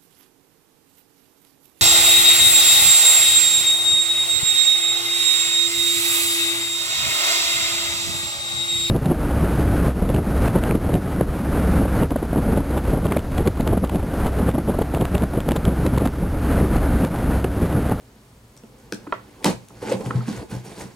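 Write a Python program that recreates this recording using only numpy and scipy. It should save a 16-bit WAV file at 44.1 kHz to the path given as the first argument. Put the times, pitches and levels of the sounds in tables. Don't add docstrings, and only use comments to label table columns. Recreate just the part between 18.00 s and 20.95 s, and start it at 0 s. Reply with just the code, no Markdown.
import sys
import numpy as np
from scipy import signal
from scipy.fft import rfft, irfft, next_fast_len
from scipy.io import wavfile

SR = 44100
rng = np.random.default_rng(int(sys.argv[2]) if len(sys.argv) > 2 else 0)


def wav_out(sig):
    wavfile.write(sys.argv[1], SR, np.round(np.clip(np.atleast_2d(sig).T, -1, 1) * 32767).astype(np.int16))


N = 130095


def amp(db):
    return 10 ** (np.asarray(db) / 20)


def rms_one(x):
    return x / np.sqrt(np.mean(x ** 2) + 1e-20)


def lowpass(x, order, hz):
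    return signal.sosfilt(signal.butter(order, hz, fs=SR, output="sos"), x)


def highpass(x, order, hz):
    return signal.sosfilt(signal.butter(order, hz, "high", fs=SR, output="sos"), x)


def peak(x, hz, q):
    return signal.lfilter(*signal.iirpeak(hz, q, SR), x)


def colour(x, points):
    size = 4096
    hz, db = np.transpose(points)
    bins_hz = np.arange(size // 2 + 1) * SR / size
    log_gain = np.interp(np.log(bins_hz + 1), np.log(hz), db) * np.log(10) / 20
    cepstrum = irfft(log_gain)
    cepstrum[1:size // 2] *= 2
    cepstrum[size // 2 + 1:] = 0
    response = irfft(np.exp(rfft(cepstrum)))
    response = np.broadcast_to(response, x.shape[:-1] + (size,))
    return signal.fftconvolve(x, response, axes=-1)[..., :N]


def ring(clicks, hz, t60):
    radius, angle = amp(-60 / (t60 * SR)), 2 * np.pi * hz / SR
    feedback = [1, -2 * radius * np.cos(angle), radius * radius]
    return signal.lfilter([0, np.sin(angle)], feedback, clicks + 1e-18)


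def grains(rate, spread_db):
    sizes = amp(spread_db * np.minimum(rng.exponential(1, N), 5)) * rng.choice([-1, 1], N)
    return rms_one(sizes * (rng.random(N) < rate / SR))


def wake(hz, centre_hz, octaves):
    return np.exp(-.5 * (np.log2(hz / centre_hz) / octaves) ** 2)


def lean(k, width):
    return 1 + width * np.cos(np.pi * (np.asarray(k) // 2)) * np.array([[1], [-1]])


# (f/Hz, relative level per Hz/dB)
AIR_SPECTRUM = [(12, -51), (20, -20), (63, 2.5), (81, -12), (116, 5), (163, -9.5), (222, -3), (347, -17),
                (377, -12), (718, -17.5), (1000, -18), (1120, -19), (1570, -22.5), (3070, -26.5),
                (16000, -36)]
# (f/Hz, correlation from 0 to 1)
AIR_LIKENESS = [(60, 1.0), (180, 1), (550, 0.82), (1650, 0.035), (4970, 0.21), (15000, 0.99)]
AIR_DB = -50.5


def air():
    hz, alike = np.transpose(AIR_LIKENESS)
    alike = np.clip(alike, 0, .999)
    noise = colour(rng.standard_normal((2, N)), AIR_SPECTRUM)
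    mid = colour(noise[0], np.c_[hz, 10 * np.log10(1 + alike)])
    side = colour(noise[1], np.c_[hz, 10 * np.log10(1 - alike)])
    return amp(AIR_DB) * rms_one(mid + side * [[1], [-1]])


ECHO_S, ECHO_DB = 0.0095, -26.5
ROOM_T60_S, ROOM_DB, FAST_GAIN = 0.31, -39, 1.88
ROOM_LOW_HZ, WALL_CUT_HZ = 155, 21000


def room(x):
    t = np.arange(int(.5 * SR)) / SR
    noise = rng.standard_normal((2, 2, len(t))) * (t > ECHO_S)
    slow = lowpass(noise[0], 1, WALL_CUT_HZ) * amp(-60 * t / ROOM_T60_S)
    fast = FAST_GAIN * noise[1] * amp(-110 * t / ROOM_T60_S)
    response = highpass(amp(ROOM_DB) * (slow + fast), 2, ROOM_LOW_HZ)
    response[:, int(ECHO_S * SR)] += amp(ECHO_DB)
    return signal.fftconvolve(x, response, axes=1)[:, :N]


# (t/s, low hiss level/dB,
# carton mode level/dB in four ranges lowest first, high hiss level/dB)
SHIFT = [(0.05, -67, -70, -65, -56.5, -57, -65), (0.472, -73, -69, -68, -64.5, -66, -66.5),
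         (0.692, -71, -62, -80, -55, -77, -66.5), (0.808, -63, -77, -66, -56, -58, -65),
         (0.966, -59.5, -58, -53, -49, -70, -63), (1.072, -62, -61, -40.5, -53, -44, -65.5),
         (1.342, -58.5, -52, -59, -53.5, -57, -65), (1.45, -62, -38, -55, -37.5, -59, -59)]
# (t/s, level/dB six times)
DRAG = [(1.454, -30, -42, -26, -14, -47, -29), (1.468, -28.5, -24, -12, -20, -50, -33.5),
        (1.494, -36, -42, -23, -26.5, -50, -41), (1.502, -36, -40, -23, -26, -60, -38),
        (1.525, -43.5, -26, -24.5, -33.5, -58, -50), (1.576, -70, -49, -57, -73, -70, -70),
        (1.626, -60, -62, -50, -46.5, -74, -65.5), (1.676, -76, -58, -79, -78, -88, -62),
        (1.682, -53, -65, -62, -86, -69, -63), (1.706, -71, -68, -45, -47, -69, -64),
        (1.722, -64, -69, -52, -51, -67, -61), (1.772, -54.5, -46, -46, -48.5, -47, -62),
        (1.806, -56, -62, -48, -47.5, -46, -59), (1.825, -42, -51, -47, -30, -33, -47.5),
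        (1.856, -45, -60, -67, -34.5, -36.5, -49), (1.88, -36.5, -48, -58, -29, -22, -45),
        (1.906, -39, -52, -49, -24, -61, -45), (1.923, -32, -53, -27, -25.5, -45, -41),
        (1.944, -40.5, -32, -22.5, -27, -54, -48), (1.986, -63, -49, -34, -42.5, -59, -53),
        (2.009, -45.5, -37, -32, -32, -56, -50.5), (2.036, -56, -32, -54, -38.5, -51, -57.5),
        (2.063, -43, -34, -26, -25.5, -49, -44), (2.089, -53, -37, -20, -38, -59, -51),
        (2.109, -50, -44, -47, -29, -13, -56), (2.125, -53, -35, -30, -38.5, -48, -54),
        (2.156, -47, -47, -28, -31, -52, -52.5), (2.191, -49, -36, -24, -34, -59, -52),
        (2.21, -53, -38, -33, -50, -37, -60), (2.222, -51, -38, -32, -36.5, -62, -56),
        (2.256, -48.5, -43, -43, -55, -66, -56.5), (2.274, -44, -44, -24, -48, -25, -49),
        (2.284, -37.5, -52, -15, -24.5, -53, -45), (2.305, -44.5, -50, -27.5, -40, -37, -49.5),
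        (2.378, -43.5, -27, -33, -36.5, -34.5, -46.5), (2.41, -49, -28, -34.5, -39.5, -47, -54),
        (2.428, -50, -46, -52, -31.5, -36, -55), (2.44, -63, -56, -51, -59, -68, -58.5),
        (2.482, -61, -55, -76, -55, -70, -67), (2.516, -45.5, -30, -31, -34.5, -29.5, -47),
        (2.556, -48, -27, -34, -36, -44, -49.5), (2.632, -58.5, -66, -52, -56.5, -60, -64),
        (2.656, -46.5, -50, -42, -37.5, -45, -50), (2.674, -49.5, -76, -31, -42.5, -62, -54),
        (2.716, -50.5, -51, -41, -39, -71, -50.5), (2.748, -50.5, -45, -38.5, -43.5, -43, -54.5),
        (2.818, -43.5, -31, -35, -34.5, -48, -42.5), (2.84, -48.5, -39, -29, -42.5, -46, -52.5),
        (2.916, -57, -59, -67, -47.5, -63, -63), (2.95, -61, -54, -59, -56, -73, -61)]


def drag(column):
    rows = np.r_[SHIFT, DRAG]
    return amp(np.interp(np.arange(N) / SR, rows[:, 0], rows[:, column]))


# (t/s, relative level/dB, centre of the modes woken f/Hz, width/octaves,
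# share of the free ringing time left by the hands, rise/s)
BLOWS = [(0.636, -35, 333, 1, 0.78, 0.00081), (0.836, -28, 121, 0.46, 0.28, 0.002),
         (0.922, -17.5, 355, 0.8, 0.7, 0.00089), (0.932, -23, 254, 0.58, 1, 0.005),
         (1.073, -18, 327, 0.22, 0.78, 0.0012), (1.122, -13.5, 594, 0.77, 0.87, 0.013),
         (1.445, -4.5, 496, 1, 0.36, 0.00047), (1.453, -5.5, 890, 0.4, 0.41, 0.00078),
         (1.455, 3, 210, 0.42, 0.39, 0.0056), (1.824, -9.5, 500, 0.15, 0.66, 0.0025),
         (1.918, -5.5, 552, 0.15, 1, 0.0022), (1.934, -30, 190, 0.39, 0.35, 0.0032),
         (2.004, -14, 447, 0.27, 0.78, 0.0034), (2.06, -5, 126, 0.34, 0.95, 0.0022),
         (2.151, -5, 121, 0.35, 0.83, 0.0018), (2.279, -1.5, 203, 0.35, 0.41, 0.00075),
         (2.303, -26, 200, 0.99, 0.55, 0.003), (2.511, -21, 394, 0.62, 0.26, 0.00072),
         (2.52, -7.5, 153, 0.37, 0.48, 0.002), (2.538, -9, 125, 0.2, 0.95, 0.0047)]
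# (f/Hz, relative level/dB, free t60/s)
CARTON = [(63, 0, 0.11), (123.7, -6, 0.34), (193, 0, 0.11), (224.4, -1, 0.089), (294.5, 0, 0.068),
          (355, 2, 0.039), (378.4, -7, 0.13), (435, 1, 0.045), (510.6, 2, 0.044), (601, -13.5, 0.086),
          (667.7, -8.5, 0.075), (776.4, -5, 0.047), (811, -6.5, 0.055), (879, -7.5, 0.083),
          (993, -11, 0.063), (1220, -39, .04), (1457, -6, 0.027)]
SPLIT_HZ = [150, 260, 1100]
SHAKE_DB = [-26.5, -31, -29, -26]
SLIPS_PER_S, SLIP_SPREAD_DB = 1500, 2
BLOW_DB, BLOW_SPREAD_DB = -5.5, 3.2
CARTON_WIDTH, CARTON_CUT_HZ = 0.12, 112


def carton():
    out = np.zeros((2, N + SR))
    slips = [grains(SLIPS_PER_S, SLIP_SPREAD_DB) for _ in range(2)]
    chance = rng.normal(0, BLOW_SPREAD_DB, (len(BLOWS), len(CARTON)))
    hz, level_db, t60 = np.array(CARTON).T[:, :, None]
    t, index = np.arange(SR // 2) / SR, np.arange(len(CARTON))
    sign = (-1.) ** index[:, None]
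    sides = lean(index, CARTON_WIDTH)
    for (s, db, centre_hz, octaves, share, rise), uneven_db in zip(BLOWS, chance):
        decay = amp(level_db + uneven_db[:, None] - 60 * t / (t60 * share))
        modes = sign * decay * wake(hz, centre_hz, octaves) * np.sin(2 * np.pi * hz * t)
        onset = 1 - np.exp(-t / rise)
        start = int(s * SR)
        out[:, start:start + len(t)] += amp(db + BLOW_DB) * onset * (sides @ modes)
    for k, (hz, level_db, t60) in enumerate(CARTON):
        group = np.searchsorted(SPLIT_HZ, hz)
        shaken = ring(drag(2 + group) * slips[k % 2], hz, t60)
        out[:, :N] += (-1) ** k * lean(k, CARTON_WIDTH) * amp(level_db + SHAKE_DB[group]) * shaken
    return highpass(out[:, :N], 2, CARTON_CUT_HZ)


# (t/s, relative level/dB, centre of the modes woken f/Hz, width/octaves)
KNOCKS = [(1.068, -26.5, 740, 0.67), (1.072, -30.5, 1350, 0.71), (1.124, -8.5, 1146, 0.84),
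          (1.1291, -12.5, 1050, 0.38), (1.139, -18.5, 960, 0.44), (1.343, -46, 840, 1.0),
          (1.704, -40, 953, 0.65), (2.108, -15, 1450, 0.54), (2.2072, -24.5, 1330, 0.28)]
# (f/Hz, relative level/dB, t60/s before the cap below)
HANDLE = [(586, -24, .05), (633, 0, .045), (880, -1, 0.062), (1093, 3, 0.046), (1205, 0, .03),
          (1287, 5, 0.019), (1401, -1.5, 0.028), (1660, -2.5, 0.0088), (2030, -2.5, 0.015),
          (2440, -5, 0.025), (3230, -2, 0.018), (3850, 1.5, 0.011)]
HANDLE_LONGEST_S = .022
KNOCK_DB, KNOCK_SPREAD_DB, KNOCK_CUT_HZ = -6, 1.5, 4500
SCATTER_DB = 14.5


def scatter():
    clicks = np.zeros(N)
    s, db = np.transpose(KNOCKS)[:2]
    clicks[(s * SR).astype(int)] = amp(db + SCATTER_DB)
    band = signal.butter(2, [600, 2300], "band", fs=SR, output="sos")
    return signal.sosfilt(band, clicks + 1e-18)


def knocks():
    s, db, centre_hz, octaves = np.transpose(KNOCKS)
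    out = np.zeros(N)
    chance = rng.normal(0, KNOCK_SPREAD_DB, (len(KNOCKS), len(HANDLE)))
    for k, (hz, level_db, t60) in enumerate(HANDLE):
        clicks = np.zeros(N)
        strength = amp(db + KNOCK_DB + chance[:, k])
        clicks[(s * SR).astype(int)] = strength * wake(hz, centre_hz, octaves)
        out += (-1) ** k * amp(level_db) * ring(clicks, hz, min(t60, HANDLE_LONGEST_S))
    return lowpass(out, 2, KNOCK_CUT_HZ)


# (t/s, peak level before the top cut/dB, left-right level/dB held within 6,
# burst length/s, tilt/dB per octave, first ringing f/Hz, second ringing f/Hz)
SNAPS = [(0.565, -42, 0, 0.0042, -6, 5800, 9000), (0.5743, -39, 6, 0.0046, -6.5, 5800, 7550),
         (0.635, -45, -3, 0.0033, -4, 2750, 1500), (0.9232, -15, 2, 0.0028, -5.5, 4080, 1600),
         (0.944, -30.5, -4, 0.0035, -2.5, 4140, 7800), (1.4267, -35.5, 0.0, 0.0044, -10, 2190, 3300),
         (1.434, -34, 6, 0.01, -2, 2460, 3300), (1.4437, -6, 1, 0.004, -4, 4200, 2100),
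         (1.461, -16, 2, 0.004, -16, 4280, 3080), (1.465, -20, 2, 0.0052, -1, 5450, 2300),
         (1.5, -27, 2, 0.0053, -2, 4400, 2300), (1.6861, -27, 6, 0.00047, -1, 6400, 2960),
         (1.687, -53, 6, 0.00051, -5, 8000, 11500), (1.923, -23, 6, 0.0025, -5, 4720, 8300),
         (2.06, -29.5, 11, 0.0015, -10, 2740, 1470), (2.502, -39, 3, 0.0033, 11, 9000, 4000),
         (2.511, -44, 6, 0.006, 6, 1900, 7640), (2.6474, -40.5, 3, 0.0074, 2, 9000, 2720),
         (2.811, -28.5, -5, 0.0018, -10, 3700, 2030)]
# (f/Hz, relative level per Hz/dB)
SNAP_SPECTRUM = [(710, -25), (1200, -7.5), (2510, -1.5), (3740, -1), (4550, -0.5), (5970, 1.5), (6510, -1),
                 (8170, 3.5), (10000, 3.5), (11200, 1), (14000, -1), (16000, 8)]
SNAP_RING_DB, SNAP_RING_Q, SNAP_RISE_S = 10, 7, .0005
SNAP_TAIL_DB, SNAP_TAIL_S = -19, 0.019
SNAP_ECHO_DB, SNAP_ECHO_SMEAR_S, SNAP_CUT_HZ = -12, .0012, 13500


def snaps():
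    span = 2048
    out = np.zeros((2, N + SR))
    t = np.arange(span) / SR
    hz, shape_db = np.transpose(SNAP_SPECTRUM)
    smear = rng.standard_normal(256) * np.exp(-t[:256] / SNAP_ECHO_SMEAR_S)
    smear = smear / np.sqrt(np.sum(smear ** 2))
    for s, db, pan_db, length, tilt_db, *rings_hz in SNAPS:
        rise = np.minimum(t / min(SNAP_RISE_S, length / 4), 1) ** 2
        fall = np.exp(-(t / length) ** 3) + amp(SNAP_TAIL_DB) * np.exp(-t / SNAP_TAIL_S)
        burst = rng.standard_normal(span) * rise * fall
        ringing = sum(peak(burst, ring_hz, SNAP_RING_Q) for ring_hz in rings_hz)
        burst = burst + amp(SNAP_RING_DB) * ringing
        tilted_db = shape_db + tilt_db * np.log2(hz / 5000)
        points = np.c_[np.r_[400, hz], np.r_[shape_db[0] - 20, tilted_db]]
        sound = colour(burst, points)[:span]
        sides = amp(db + np.clip(pan_db, -6, 6) * np.array([[.5], [-.5]]))
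        sound = sides * sound / np.abs(sound).max()
        echo = amp(SNAP_ECHO_DB) * signal.lfilter(smear, 1, sound)
        for lag, heard in (0, sound), (ECHO_S, echo):
            start = int((s + lag) * SR)
            out[:, start:start + span] += heard
    return lowpass(out[:, :N] + 1e-18, 4, SNAP_CUT_HZ)


PATCH_DB, PATCH_HZ = 3, 12


def patches(count):
    step = 64
    pole = np.exp(-2 * np.pi * PATCH_HZ * step / SR)
    noise = rng.standard_normal((count, N // step + 502))
    slow = signal.lfilter([1], [1, -2 * pole, pole * pole], noise)[:, 500:]
    place = np.arange(N) / step
    return [amp(PATCH_DB * np.interp(place, np.arange(len(row)), rms_one(row))) for row in slow]


# (f/Hz, relative level per Hz/dB)
HISS_SPECTRUM = [(590, -16), (1000, -2), (1140, -6), (1290, -8), (1650, -6), (2280, -7), (3620, -10.5),
                 (4730, -13), (5970, -15.5), (9280, -14.5), (16000, -33)]
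# (f/Hz, width/Hz, lift level/dB)
BLADE = [(2560, 74, -0.5), (4320, 170, 4.5), (4720, 87, 6.5), (5580, 48, 8.5), (6560, 400, 3),
         (8300, 360, -3)]
FIBRES_PER_S, FIBRE_SPREAD_DB, FIBRE_CYCLES = 14000, 3, 10
HISS_SPLIT_HZ, EDGE_WIDTH, BLADE_DB = 6000, 0.21, -0.5


def blade():
    clicks = grains(FIBRES_PER_S, FIBRE_SPREAD_DB)
    pitches = np.geomspace(1200, 15500, 24)
    dealt = rng.integers(0, 24, N)
    tear = np.zeros((2, N))
    for k, (hz, gain) in enumerate(zip(pitches, patches(count=24))):
        fibres = rms_one(ring(clicks * (dealt == k), hz, FIBRE_CYCLES / hz))
        tear += fibres * np.sqrt(hz) * gain * lean(k, EDGE_WIDTH)
    tear = colour(tear, [(300, HISS_SPECTRUM[0][1] - 20)] + list(HISS_SPECTRUM))
    for hz, width, lift_db in BLADE:
        tear = tear + (amp(lift_db) - 1) * peak(tear, hz, hz / width)
    low = rms_one(lowpass(tear, 3, HISS_SPLIT_HZ))
    high = rms_one(highpass(tear, 3, HISS_SPLIT_HZ))
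    return amp(BLADE_DB) * (drag(1) * low + drag(6) * high)


# (f/Hz, lead of the left/rad)
PORTS = [(20, 0), (150, 0), (450, 0.38), (1120, 0.65), (2670, 0.66), (3620, 0.47), (4740, 0), (5080, 0.57),
         (6290, 0.53), (7060, 0.46), (8270, 0.65), (9560, 1), (11000, 0.52), (16200, 0.0)]


def ports(x):
    size = next_fast_len(N + 4096)
    hz, lead = np.transpose(PORTS)
    bins_hz = np.arange(size // 2 + 1) * SR / size
    turn = np.interp(np.log(bins_hz + 1), np.log(hz), lead) * np.array([[.5j], [-.5j]])
    return irfft(rfft(x, size) * np.exp(turn), size)[:, :N]


# (f/Hz, left-right level/dB)
PAN = [(200, -0.5), (380, -1.5), (700, -4), (1290, -3), (2380, -0.5), (4400, -2), (8120, 2.5), (15000, -1)]
KNOCK_ROOM_SHARE = .45


def scene():
    knock = knocks()
    near = knock + carton() + blade()
    hz, db = np.transpose(PAN)
    left = colour(near[0], np.c_[hz, db / 2])
    right = colour(near[1], np.c_[hz, -db / 2])
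    direct = np.array([left, right]) + snaps()
    to_room = direct - (1 - KNOCK_ROOM_SHARE) * knock + scatter()
    return ports(direct + room(to_room) + air())


CUTOFF_HZ = 16250


def record(dry):
    return signal.sosfilt(signal.cheby2(12, 60, CUTOFF_HZ + 500, fs=SR, output="sos"), dry)


dry = scene()
out = record(dry)
wav_out(out)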